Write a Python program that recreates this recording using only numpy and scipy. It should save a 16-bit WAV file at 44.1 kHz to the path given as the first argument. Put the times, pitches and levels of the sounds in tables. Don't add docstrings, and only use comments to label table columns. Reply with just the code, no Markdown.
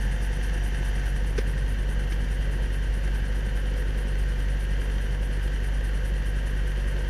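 import sys
import numpy as np
from scipy import signal
from scipy.fft import rfft, irfft, next_fast_len
from scipy.io import wavfile
from scipy.ndimage import uniform_filter1d, map_coordinates

SR = 44100
rng = np.random.default_rng(int(sys.argv[2]) if len(sys.argv) > 2 else 0)


def volts(x):
    e = np.asarray(x, float) / 20
    return 10 ** e


def store_pcm(level_fs):
    pcm = np.round(np.clip(level_fs, -1, 1) * 32767).astype(np.int16)
    wavfile.write(sys.argv[1], SR, np.atleast_2d(pcm).T)


N = 312669

CYCLES_PER_ROTOR_TURN = 2.5075


def unit(x):
    return x / np.sqrt(np.mean(x ** 2) + 1e-20)


def along(points, hz):
    f, db = np.transpose(points)
    return volts(np.interp(np.log(hz + 1), np.log(f + 1), db))


def curves(rows):
    s, *cols = np.transpose(rows)
    return [np.interp(np.arange(N) / SR, s, c) for c in cols]


def wobble(rate):
    knots = rng.standard_normal(int(N * rate / SR) + 4)
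    return map_coordinates(knots, [np.arange(N) * rate / SR])


def filtered(x, response):
    m = next_fast_len(N + SR // 2)
    return irfft(rfft(x, m) * response(np.fft.rfftfreq(m, 1 / SR)), m)[:N]


def bump(turn, place, width):
    return np.exp((np.cos(2 * np.pi * (turn - place)) - 1) / (2 * np.pi * width) ** 2)


def ringing(modes, f):
    power = 0
    for center, width, db in modes:
        detuning = (center * center - f * f) / (f * width + 1)
        power = power + volts(2 * db) / (1 + detuning ** 2) ** 2
    return np.sqrt(power)


def patchy(x, patch_db, size=9):
    z = signal.stft(x, nperseg=512)[2]
    field = uniform_filter1d(rng.standard_normal(z.shape), size=size, axis=0)
    field = uniform_filter1d(field, size=7, axis=1)
    return signal.istft(z * volts(patch_db * unit(field)), nperseg=512)[1][:N]


def bowed():
    start_s, end_s = 0.72, 1.83
    lift = np.clip((np.arange(N) / SR - start_s) / (end_s - start_s), 0, 1)
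    return (1 + np.cos(np.pi * lift)) / 2


def electronics():
    # f/Hz, level/dB rms
    whine_lines = [(13000, -93), (14000, -96)]
    t = np.arange(N) / SR
    return sum(np.sqrt(2) * volts(db) * np.sin(2 * np.pi * hz * t) for hz, db in whine_lines)


def sizzle():
    catch_hiss = (1.38, 1.445, -56, 12800)
    start, end, db, low_hz = catch_hiss
    shape = np.interp(np.arange(N) / SR, [start, start + .006, end - .01, end], [0, 1, .75, 0])
    hiss = filtered(rng.standard_normal(N), lambda f: 1 / (1 + (low_hz / (f + 1)) ** 24))
    return volts(db) * shape * unit(hiss)


def snaps():
    # t/s, crack level/dB, crack t60/s
    contacts = [
        (1.3797, -32, .025),
        (1.3835, -34, .05),
        (1.3875, -35, .07),
        (2.1218, -37, .025),
        (2.1255, -40.5, .08),
    ]
    # f/Hz, level/dB per Hz
    crack_colour = [(300, -30), (700, -6), (1900, 2), (3300, -4), (4500, -8), (6000, -5), (7200, -22),
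                    (10000, -22), (13000, -30), (17000, -120)]
    # t/s, level/dB, f/Hz, rise/(Hz/s), half-width/s
    landings = [
        (1.3882, -20, 420, 11000, .0044),
        (1.392, -34, 240, 0, .008),
        (2.1245, -36, 330, 0, .005),
        (2.8985, -27, 52, 0, .022),
    ]
    tap_db = 12
    cracks, t = np.zeros(N), np.arange(SR // 8) / SR
    for s, crack_db, t60 in contacts:
        decay = volts(crack_db - 60 * t / t60)
        cracks[round(s * SR):][:len(t)] += decay * rng.standard_normal(len(t))
        cracks[round(s * SR)] += volts(crack_db + tap_db)
    thumps = 0
    for s, db, hz, rise, half in landings:
        late = np.arange(N) / SR - s
        tone = np.cos(2 * np.pi * late * (hz + rise * late / 2))
        thumps = thumps + volts(db) * np.exp(-(late / half) ** 2) * tone
    return thumps + 2.9 * filtered(cracks, lambda f: along(crack_colour, f))


def blades(cycle, swish_db):
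    # f/Hz, level/dB per Hz
    tip_hiss = [(1200, -64), (2500, 1), (3300, -13), (6000, -3.5), (6700, -10), (8200, -9), (8800, 0),
                (9700, -1.5), (11000, -4.5), (12000, -7), (12800, -26), (15000, -38)]
    gust_db, eddy_db = 1.1, 1.2
    turn = cycle / CYCLES_PER_ROTOR_TURN

    def swish(place, width):
        return bump(turn, place, width) * volts(gust_db * wobble(14)) * rng.standard_normal(N)

    def passing(place, leave):
        leaving = filtered(swish(place + .135, .065), lambda f: np.clip(f / 9000, .6, 1.5) ** 1.6)
        return swish(place, .05) + leave * leaving

    second = volts(-1.7) * passing(.575, .68)
    duller = filtered(second, lambda f: 1 / np.sqrt(1 + (f / 11100) ** 30))
    between = .17 * rng.standard_normal(N)
    hiss = patchy(passing(.075, .72) + duller, eddy_db) + between
    return volts(swish_db) * unit(filtered(hiss, lambda f: along(tip_hiss, f)))


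def cabin(cycle, rumble_db, panel_db, clatter_db, rear_gain):
    # f/Hz, level/dB per Hz
    rumble_colour = [(8, -31), (20, -19), (30, -7), (50, -2), (65, -7), (85, -13), (112, -14), (130, -6),
                     (150, -12), (180, -10), (225, -15), (330, -21), (600, -60), (1200, -120)]
    # f/Hz, width/Hz, level/dB
    panel_modes = [(290, 80, -6.5), (360, 40, -2), (430, 110, -4), (496, 40, -1), (540, 70, -3),
                   (620, 110, -11), (730, 50, -10), (930, 70, -11), (870, 200, -14), (1090, 120, -17),
                   (1255, 70, -15)]
    clatter_swells = [(.2, 0.099), (.41, 0.48), (.6, 0.14), (.9, 1.27)]
    # f/Hz, width/Hz, level/dB
    casing_modes = [(1400, 200, -10), (1535, 90, -1), (1620, 130, 0), (1800, 200, -2), (1880, 60, -2),
                    (1980, 140, -6), (2120, 100, -9), (2350, 350, -13), (2700, 160, -9), (2950, 400, -8),
                    (3170, 200, -10), (3600, 380, -17), (4200, 280, -18), (4420, 350, -21),
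                    (4800, 300, -19), (5300, 500, -25), (5720, 300, -18), (6200, 700, -22),
                    (6950, 500, -25)]
    # f/Hz, level/dB per Hz
    wash_colour = [(300, -45), (700, -10.5), (1200, -14.5), (2300, -17.5), (3400, -30), (5100, -30),
                   (6600, -39), (7800, -32.5), (12000, -30.5), (14200, -42.5), (15000, -40), (17000, -120)]
    # f/Hz, width/Hz, level/dB
    rear_modes = [(710, 70, -2), (820, 40, -5), (900, 110, -5), (1770, 160, 0), (2120, 110, -6),
                  (2690, 70, -8), (3620, 180, -17), (4850, 150, -18), (5720, 240, -14), (6200, 700, -19),
                  (7050, 250, -25)]
    rumble = filtered(rng.standard_normal(N), lambda f: along(rumble_colour, f))
    drumming = rng.standard_normal(N) * volts(1.0 * wobble(7))
    panels = filtered(drumming, lambda f: ringing(panel_modes, f))

    swell = 1
    for place, share in clatter_swells:
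        swell = swell + share * volts(3 * wobble(20)) * bump(cycle, place, .025)
    downwash = volts(.45 * np.cos(4 * np.pi * (cycle / CYCLES_PER_ROTOR_TURN - .1)))
    drift = volts(0.3 * wobble(9) + 0.27 * wobble(4.97))
    rattle = rng.standard_normal((3, N)) * np.sqrt(swell) * drift * downwash
    clatter = filtered(rattle[0], lambda f: ringing(casing_modes, f))
    clatter = clatter + filtered(rattle[1], lambda f: along(wash_colour, f))
    rear = rear_gain * unit(filtered(rattle[2], lambda f: ringing(rear_modes, f)))
    front = volts(rumble_db) * unit(rumble) + volts(panel_db) * unit(panels)
    return front + volts(clatter_db) * unit(clatter) + rear


def knocks(cycle):
    valve_blows = [(0.56, -27), (.655, -29.5), (0.2, -58)]
    blows = np.zeros(N)
    for place, db in valve_blows:
        at = np.flatnonzero(np.diff(np.floor(cycle - place)))
        blows[at] += volts(db + 30 + 1.5 * wobble(12)[at])

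    def wall(f):
        mode_hz, width_hz = 435, 130
        return 1j * f * width_hz / (mode_hz ** 2 - f * f + 1j * f * width_hz)

    return filtered(blows, lambda f: wall(f) ** 2)


def exhaust(cycle):
    # multiple of the two-turn engine cycle, level/dB rms
    firing_orders = [(2, -45.6), (3, -48.5), (4, -25.4), (5, -50.9), (6, -46.7), (8, -42.1), (9, -53.1),
                     (10, -60.3), (7, -66), (12, -42.5), (13, -65), (14, -60.5), (15, -59.6), (16, -53),
                     (17, -58), (18, -61.0), (20, -54), (21, -67), (22, -59), (23, -65), (24, -67),
                     (26, -66), (27, -65), (28, -64), (29, -66)]
    # multiple of the engine cycle, level/dB rms,
    # unsteadiness/dB
    shaft_orders = [(.797, -68, 2), (1.19, -71, 2), (1.594, -68, 2), (2.39, -57, 2), (2.58, -57, 2),
                    (4.35, -50.5, 2), (4.795, -48, 2), (5.11, -48, 2), (5.58, -54, 2), (10.22, -57, 2),
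                    (11, -52, 1), (11.72, -58, 2), (13.11, -61, 2), (16.35, -66, 2), (35, -63, 1.5),
                    (36, -62, 1.5), (37, -61, 1.5), (46, -64, 1.5), (7.62, -57, 2), (8.345, -57, 2),
                    (10.9, -54, 2), (12.4, -58.5, 2), (29.85, -61, 3), (40.95, -54.5, 1.5), (60.1, -66, 3)]
    slip_turns = .09
    drone = 0
    for order, db in firing_orders:
        if order % 4 == 2:
            turns = order * cycle + .47
        else:
            turns = order * (cycle + .3325) - .33
        level = volts(db + .03 * order * wobble(4))
        drone = drone + level * np.cos(2 * np.pi * (turns + .001 * order * wobble(6)))
    drive = 0
    for order, db, swing_db in shaft_orders:
        level = volts(db + swing_db * wobble(2.5))
        turns = order * cycle + slip_turns * wobble(1 + order / 3)
        drive = drive + level * np.cos(2 * np.pi * turns)
    return np.sqrt(2) * (drone + drive)


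def scene():
    # t/s, crank speed/rpm
    crank_speed = [(0.0, 1438.7), (0.886, 1441.1), (1.772, 1439.9), (2.659, 1444.9), (3.545, 1446.4),
                   (4.431, 1449.3), (5.318, 1451.1), (6.204, 1451.9), (7.09, 1457.4)]
    rpm, = curves(crank_speed)
    cycle = -.0712 + np.cumsum(rpm) / 120 / SR
    bow = bowed()
    rumble_db = -40 - 1.3 * bow
    panel_db = -46 - 2.5 * bow
    clatter_db = -43 + 0.7 * bow
    swish_db = -57.5 + 3 * bow
    rear_gain = volts(-47.5) * bow
    rumble_db = rumble_db - 0.4 * (rpm - rpm.mean())
    engine = exhaust(cycle) + knocks(cycle)
    engine = engine + cabin(cycle, rumble_db, panel_db, clatter_db, rear_gain)
    return (engine + blades(cycle, swish_db) + snaps() + sizzle())[None]


def roll_off(x):
    return signal.sosfilt(signal.butter(12, 15290, fs=SR, output="sos"), x)


def record(dry):
    thin_hz, top_hz, thin_db = 13500, 15250, 4.5
    top = filtered(dry[0], lambda f: (f > thin_hz) & (f < top_hz))
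    body = filtered(dry[0], lambda f: f <= thin_hz)
    heard = body + volts(-2.5) * patchy(top, thin_db, size=3) + electronics()
    return roll_off(heard[None])


dry = scene()
out = record(dry)
store_pcm(out)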